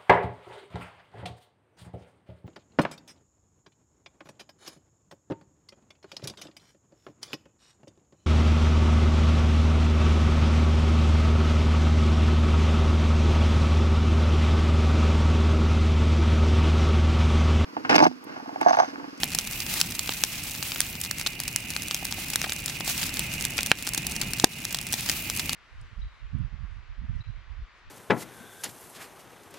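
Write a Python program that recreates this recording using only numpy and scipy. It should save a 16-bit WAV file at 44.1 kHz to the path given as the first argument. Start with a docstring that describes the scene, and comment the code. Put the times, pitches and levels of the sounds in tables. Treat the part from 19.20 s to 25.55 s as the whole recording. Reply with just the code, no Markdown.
"""Brush bonfire at night

Sap pockets burst in dry twigs a few metres away: each pop is a quick ring plus a spray of noise.
Smaller bursts make the fine crackle, and low thumps, short sums of fixed tones, lie under some pops.
Coloured noise makes the hissing steam, the low roar of flames and a far chorus of small night animals.
The camera's gain control ducks after the loudest pops, whose peaks are flattened near full scale."""
import sys
import numpy as np
from scipy import signal
from scipy.fft import rfft, irfft, next_fast_len
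from scipy.io import wavfile
from scipy.ndimage import uniform_filter1d, map_coordinates

SR = 44100
rng = np.random.default_rng(int(sys.argv[2]) if len(sys.argv) > 2 else 0)


def pcm_store(signal):
    """Save signal as 16-bit PCM."""
    levels = np.round(np.clip(np.atleast_2d(signal), -1, 1) * 32767)
    wavfile.write(sys.argv[1], SR, levels.astype(np.int16).T)


N = 280014  # length in samples

# The loudest sap pockets bursting: t/s, level/dB, f/Hz of the ring, spray's fall by 60 dB/s
POPS = [(.0334, -2.5, 4430, 0.01), (.0414, -7.5, 8640, .0075), (.1483, -6.5, 6900, 0.019),
        (.1874, -3, 5160, 0.01), (.211, -17, 6900, .006), (.311, -17, 6600, .0068),
        (.4032, -11, 6230, 0.012), (.4987, -14, 7100, .0059), (.5396, -6.5, 8800, 0.0068),
        (.601, -10, 7400, 0.03), (.6137, 3, 5500, 0.008), (.7931, -4.5, 6330, 0.01),
        (.8751, -18, 4300, 0.026), (.8927, -6.5, 2550, 0.009), (.9225, -15, 4500, 0.012),
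        (1.0373, 3.5, 5740, 0.0062), (1.049, -11, 7500, 0.0055), (1.427, -9, 4730, 0.0057),
        (1.5194, -12, 3830, 0.011), (1.5598, -17, 3140, .02), (1.6048, 3.5, 6600, 0.0055),
        (1.6148, -10, 5800, 0.011), (1.8143, -9, 9250, .011), (1.8489, -16, 5170, 0.02),
        (1.9118, -6, 5900, 0.0089), (1.984, -14.5, 8100, 0.01), (1.9973, -13, 9000, .007),
        (2.0126, -12, 4930, 0.012), (2.0632, -9.5, 3370, 0.03), (2.0711, -6, 4770, 0.01),
        (2.202, -3.5, 7260, 0.0037), (2.2792, -11.5, 6800, .022), (2.3612, 1, 7600, 0.0054),
        (2.5037, -15.5, 7100, 0.019), (2.5644, -5.5, 4000, 0.0057), (2.6212, -13, 6500, .0087),
        (2.6836, -12, 8250, .0077), (2.7108, -6, 4100, 0.0059), (2.7455, -3.5, 5800, 0.0071),
        (2.8524, -9, 6660, 0.0094), (2.9249, -6, 5300, 0.0018), (3.1011, -13.5, 8050, 0.022),
        (3.1339, -13.5, 5630, 0.03), (3.1582, 0.5, 6360, 0.0083), (3.2163, -5.5, 5900, 0.0069),
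        (3.228, -15, 5400, 0.0043), (3.2418, -14.5, 2240, 0.033), (3.2953, -10.5, 4340, 0.0078),
        (3.3212, -9, 3900, 0.014), (3.4602, -5.5, 8050, 0.0043), (3.4964, -18, 5560, 0.042),
        (3.6067, -15, 3850, .02), (3.6774, -13.5, 6200, 0.029), (3.6979, -10, 6900, 0.0078),
        (3.7789, -10.5, 7500, .01), (3.8304, -9.5, 4730, 0.0098), (3.9412, -7, 9350, .0024),
        (3.9703, -12, 5100, 0.011), (3.9939, -3, 7500, 0.0062), (4.1385, -11.5, 8550, .0069),
        (4.2099, -11.5, 6140, 0.0095), (4.2245, -8, 9100, 0.005), (4.2515, -2.5, 7800, .0073),
        (4.3804, -8.5, 5550, .013), (4.389, -7, 2520, 0.011), (4.408, -11, 5170, 0.0088),
        (4.4317, -5.5, 7200, 0.0055), (4.4613, -10, 7800, 0.02), (4.4701, -12, 7100, .0071),
        (4.516, 8.5, 2600, 0.0044), (4.6246, -9.5, 7950, 0.0081), (4.6686, -10, 7000, .0091),
        (4.6741, -4.5, 4830, 0.0042), (4.69, -9, 8600, 0.012), (4.7349, -10.5, 7700, 0.015),
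        (4.7472, -6, 6200, 0.011), (4.7771, -8.5, 6760, 0.027), (4.8675, -7.5, 8300, 0.015),
        (4.9208, -13, 7900, 0.0071), (4.9638, -10.5, 5760, .011), (5.0144, -8.5, 6500, 0.024),
        (5.1346, -6.5, 7150, 0.0083), (5.1983, -5.5, 5500, 0.014), (5.2433, 8, 4460, 0.007),
        (5.4518, -7.5, 6500, 0.0099), (5.5461, -7.5, 5030, 0.016), (5.5873, -11, 4630, 0.0086),
        (5.6137, -12, 8800, .006), (5.7257, -7, 9900, 0.0085), (5.7313, -3.5, 7800, 0.0057),
        (5.7395, -7, 5560, 0.013), (5.8079, -15, 7900, .013), (5.8898, -8, 5140, 0.0064),
        (5.8969, -3.5, 4800, 0.016), (5.9157, -7, 8300, 0.0057), (6.0997, -4, 5750, 0.0055),
        (6.1636, -14, 8600, 0.016), (6.1739, -7, 8850, .0045), (6.1956, -11, 5100, 0.031),
        (6.2941, -6, 4300, .0094), (6.3319, -5, 6500, 0.0049)]


def pops():
    """The loudest sap pockets burst at their listed times."""
    return bursts(POPS)


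TICK_DB, TICK_SPREAD_DB, TICK_TOP_DB = -31, 6.5, -17  # lowest level, mean excess before the cap, cap
TICK_HZ, TICK_T60_S = 7500, .0045  # middle pitch and spray fade
RUN_GAP_S, REST_GAP_S, RUN_SHARE = .004, .02, .5  # mean gap in a run, mean gap otherwise, share in runs


def crackle(count=1100):
    """Many small twigs tick at random, most of them faint, often a few in a row."""
    u, g = rng.random((count, 3)), rng.standard_normal((count, 2))
    mean_gap = np.where(u[:, 2] < RUN_SHARE, RUN_GAP_S, REST_GAP_S)
    s = np.cumsum(-np.log(u[:, 0]) * mean_gap) % (N / SR)  # times past the end wrap to the start
    db = np.minimum(TICK_DB - TICK_SPREAD_DB * np.log(u[:, 1]), TICK_TOP_DB)
    hz = np.clip(TICK_HZ * np.exp(0.36 * g[:, 0]), 700, 13000)
    t60 = TICK_T60_S * np.exp(0.92 * g[:, 1])
    return bursts(np.transpose([s, db, hz, t60]), size=256)


RING_SIZE, SPRAY_SIZE, SPRAY_RISE_S = 2.4, .45, .0002
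RING_CYCLES = 3.5  # cycles in which the ring falls by 60 dB


def bursts(rows, size=512):
    """Each burst: a sudden pull that rings a cycle or two, and a spray of splinters."""
    s, db, hz, t60 = np.transpose(rows)[:, :, None]
    t = np.arange(size) / SR
    luck = rng.standard_normal((len(s), 2, size))
    fade = amp(-60 * t / np.clip(t60, .002, .04)) * (1 - np.exp(-t / SPRAY_RISE_S))
    ring_fade = amp(-60 * t * hz / RING_CYCLES) * (1 - np.exp(-t * hz / 0.23))
    ring = -np.sin(2 * np.pi * hz * t) * ring_fade

    r = np.fft.rfftfreq(size, 1 / SR) / hz  # frequency over the ring's pitch
    near = 1j * r / (1 - r * r + 1.4j * r)  # splinters gather around that pitch
    roof = 1 / (1 - (r / 2.33) ** 2 + 1j * r / 1.23) + 0.03  # a big pocket gives little far above it
    grains = luck * abs(luck) * fade[:, None]
    spray = irfft(rfft(grains) * (near * roof)[:, None], size)
    fade_energy = np.sum(fade ** 2, axis=1)[:, None, None]
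    spray *= np.sqrt(fade_energy / np.sum(spray ** 2, axis=2, keepdims=True))
    ring = irfft(rfft(ring) * 8j * r / (1 + 8j * r), size)  # a small pocket moves no bass

    mid = RING_SIZE * ring + SPRAY_SIZE * spray[:, 0]
    lean = 0.006 + 0.2 * luck[:, 0, :1]  # random left-right lean of each burst
    side = lean * mid + 0.34 * spray[:, 1]
    return paired(laid(s, amp(db) * mid), laid(s, amp(db) * side))


# Low thumps, most of them under a pop: t/s, level/dB, centre f/Hz
THUMPS = [(.0334, -14.5, 483), (.1478, -18, 1030), (.6123, -34, 630), (.8924, -23, 496), (1.0368, -40, 500),
          (1.6042, -41, 700), (2.0621, -39, 900), (2.826, -19.5, 810), (2.9244, -27, 775),
          (2.982, -20, 1030), (3.2408, -18, 780), (3.2675, -20, 760), (3.6052, -19, 636),
          (3.6773, -17, 770), (4.3872, -31, 920), (4.5158, -30, 684), (4.6735, -20, 876),
          (4.7775, -21, 390), (5.24, 4.5, 530), (5.5459, -22, 1060), (5.7382, -22, 620),
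          (5.8961, -19.5, 610)]
# Fixed tones that make up every thump: f/Hz, level/dB, fall by 60 dB/s
THUMP_TONES = [(275, 6.5, 0.01), (738, -1, 0.012), (910, -18, .0048), (1590, -3, 0.0043)]
OFF_CENTRE_DB, THUMP_RISE_S = 5.6, .0008  # a tone's loss per octave from the centre; rise time


def thumps(size=1024):
    """Each thump is a short sum of fading tones, strongest near its centre frequency."""
    s, db, centre_hz = np.transpose(THUMPS)[:, :, None]
    t = np.arange(size) / SR
    wave = 0
    for hz, level, t60 in THUMP_TONES:
        loss = OFF_CENTRE_DB * abs(np.log2(hz / centre_hz))
        wave = wave - np.cos(2 * np.pi * hz * t) * amp(level - loss - 60 * t / t60)
    return laid(s, amp(db) * wave * (1 - np.exp(-t / THUMP_RISE_S)))


# Scatter among the branches: f/Hz, fall by 60 dB/s
HEAP_TAIL = [(300, 0.14), (3000, 0.11), (12000, 0.078)]


def heap(x):
    """The pile and the ground scatter each snap into a short tail."""
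    hz, t, z = signal.stft(paired(*rng.standard_normal((2, 4096))), SR, nperseg=128)
    fade = amp(-60 * t / along(HEAP_TAIL, hz)[:, None])
    tail = signal.istft(z * fade, SR, nperseg=128)[1]
    return signal.fftconvolve(x, tail / np.linalg.norm(tail[0]), axes=1)[:, :N]


# Steam from the wood, for both sizzle and jet: t/s, sizzle level/dB, jet level/dB
STEAM = [(0, -42.5, -58), (.4, -40.5, -40), (.58, -31, -37), (.7, -39, -47), (.9, -39.5, -40),
         (1.2, -40, -46), (1.5, -39, -38), (1.75, -43, -42.5), (2.1, -46, -54), (2.7, -43, -49),
         (3.2, -38.5, -47), (3.35, -43.5, -55), (3.63, -44, -54), (3.69, -32, -36), (3.85, -32.5, -43),
         (3.92, -40, -52), (5.3, -42.5, -72), (5.68, -45.5, -60), (5.76, -33.5, -48), (5.92, -35.5, -37.5),
         (6.35, -41.5, -49)]
# Colour of the sizzle: f/Hz, relative level/dB
SIZZLE = [(300, -20), (700, -0.5), (1500, 2.5), (3400, 8), (7700, 5), (11000, 2.5), (16000, -0.5)]


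def sizzle():
    """Steam leaving the wood as broad, fluttering noise."""
    level_db = curves(STEAM)[0] + 2.5 * wobble(130) + 1.8 * wobble(22)
    return amp(level_db) * rush(lambda hz: amp(along(SIZZLE, hz)), patchy_db=.7)


# Colour of the jets: f/Hz, relative level/dB
JET = [(5000, -38), (9000, -11), (12500, 5.5), (16000, 2.5)]


def jet():
    """Sharper steam jets: noise weighted to the high treble."""
    level_db = curves(STEAM)[1] + 1.5 * wobble(90)
    return amp(level_db) * rush(lambda hz: amp(along(JET, hz)), patchy_db=.7)


# The steady background, for both roar and chorus: t/s, roar level/dB, chorus level/dB
FIRE = [(0, -40.5, -40.5), (.7, -41, -42), (1.45, -44, -44), (2.3, -42, -41), (3.4, -42, -41),
        (4.1, -39.5, -38), (5.1, -37.5, -39.5), (5.6, -43, -42.5), (6.35, -38.5, -39)]
# Colour of the roar: f/Hz, relative level/dB
ROAR = [(15, -15), (25, -1), (156, 2), (285, -4.5), (460, -16.5), (867, -15.5), (1030, -23), (1500, -22),
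        (1950, -15), (3300, -120)]


def roar():
    """Flames roar as low noise that swells slowly."""
    level_db = curves(FIRE)[0] + 0.8 * wobble(4.8)
    return amp(level_db) * rush(lambda hz: amp(along(ROAR, hz)), patchy_db=-0.33)


# Voices of the small night animals: f/Hz, width/Hz, relative level/dB
CHORUS = [(2060, 77, 2), (2130, 110, 2.5), (2508, 330, 7.5), (2850, 176, 6)]


def chorus():
    """Far small animals blend into noise in narrow bands, stronger on the right."""
    def voices(f):
        power = sum(amp(2 * db) / (1 + ((f - hz) * 2 / w) ** 4) for hz, w, db in CHORUS)
        return np.sqrt(power)

    left_right_db = np.array([[-2.2], [2.2]])
    level_db = curves(FIRE)[1] + 1.16 * wobble(60) + left_right_db
    return amp(level_db) * rush(voices, patchy_db=0.0)


def rush(colour, patchy_db):
    """Coloured stereo noise of rms 1, with patches of random gain over time and frequency."""
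    z = signal.stft(rng.standard_normal((2, N)), nperseg=256)[2]
    field = uniform_filter1d(rng.standard_normal(z.shape[1:]), size=5, axis=0)
    field = uniform_filter1d(field, size=8, axis=1)
    pair = signal.istft(z * amp(patchy_db * unit(field)), nperseg=256)[1][:, :N]
    return unit(paired(*pair, colour))


# How alike left and right are when mid and side come in equally strong: f/Hz, likeness (1 = identical)
ALIKE = [(100, .9985), (300, .994), (700, .96), (1400, .86), (2500, .5), (4000, .36), (7000, .16),
         (15000, .25)]


def paired(mid, side, colour=np.ones_like):
    """Left and right from two coloured sounds, most alike in the bass, as at two close microphone ports."""
    def shares(hz):
        turn = np.arccos(np.clip(along(ALIKE, hz), -1, 1)) / 2
        return colour(hz) * np.array([np.cos(turn), np.sin(turn)])

    mid, side = filtered(np.array([mid, side]), shares)
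    return np.array([mid + side, mid - side])


def amp(db):
    """Gain of a level in dB."""
    return 10 ** (np.asarray(db) / 20)


def unit(x):
    """x at rms 1."""
    return x / np.sqrt(np.mean(x ** 2) + 1e-20)


def along(points, hz):
    """Values read between (Hz, value) points on a log frequency axis."""
    f, v = np.transpose(points)
    return np.interp(np.log(hz + 1), np.log(f + 1), v)


def wobble(rate):
    """A smooth random curve with rate random points a second."""
    return map_coordinates(rng.standard_normal(int(N * rate / SR) + 4), [np.arange(N) * rate / SR])


def filtered(x, response):
    """x with each frequency scaled by the response."""
    m = next_fast_len(x.shape[-1] + 4096, real=True)  # spare room at the end
    return irfft(rfft(x, m) * response(np.fft.rfftfreq(m, 1 / SR)), m)[..., :x.shape[-1]]


def curves(rows):
    """One value per sample for each column after the time."""
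    s, *cols = np.transpose(rows)
    return [np.interp(np.arange(N) / SR, s, c) for c in cols]


def laid(s, waves):
    """Rows of short waves summed at their times."""
    where = np.round(s * SR).astype(int) + np.arange(waves.shape[1])
    return np.bincount(where.ravel(), waves.ravel(), N + waves.shape[1])[:N]


SCATTER_DB = -16  # level of the scattered tail


def scene():
    """Snaps with their scatter, over the steady fire and the night."""
    snaps = pops() + crackle() + thumps()
    background = sizzle() + jet() + roar() + chorus()
    return snaps + amp(SCATTER_DB) * heap(snaps) + background


TOP_HZ = 15900  # nothing is kept from here up


def record(dry):
    """Gain falls just after loud moments and creeps back; peaks flatten near full scale; a band limit."""
    x = signal.lfilter(*signal.butter(1, 25, "high", fs=SR), dry)  # small ports lose the deepest bass
    keep = np.exp(-1 / (.1 * SR))  # power averaged over about 0.1 s
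    power = signal.lfilter([1 - keep], [1, -keep], np.mean(x ** 2, axis=0))
    late = np.pad(power, (SR // 150, 0))[:N]  # the gain reacts about 7 ms late
    x = x / np.sqrt(1 + (late / amp(-47)) ** 2)
    x = x / (1 + np.abs(x) ** 8) ** (1 / 8)
    return filtered(x, lambda hz: hz < TOP_HZ)


dry = scene()
out = record(dry)
pcm_store(out)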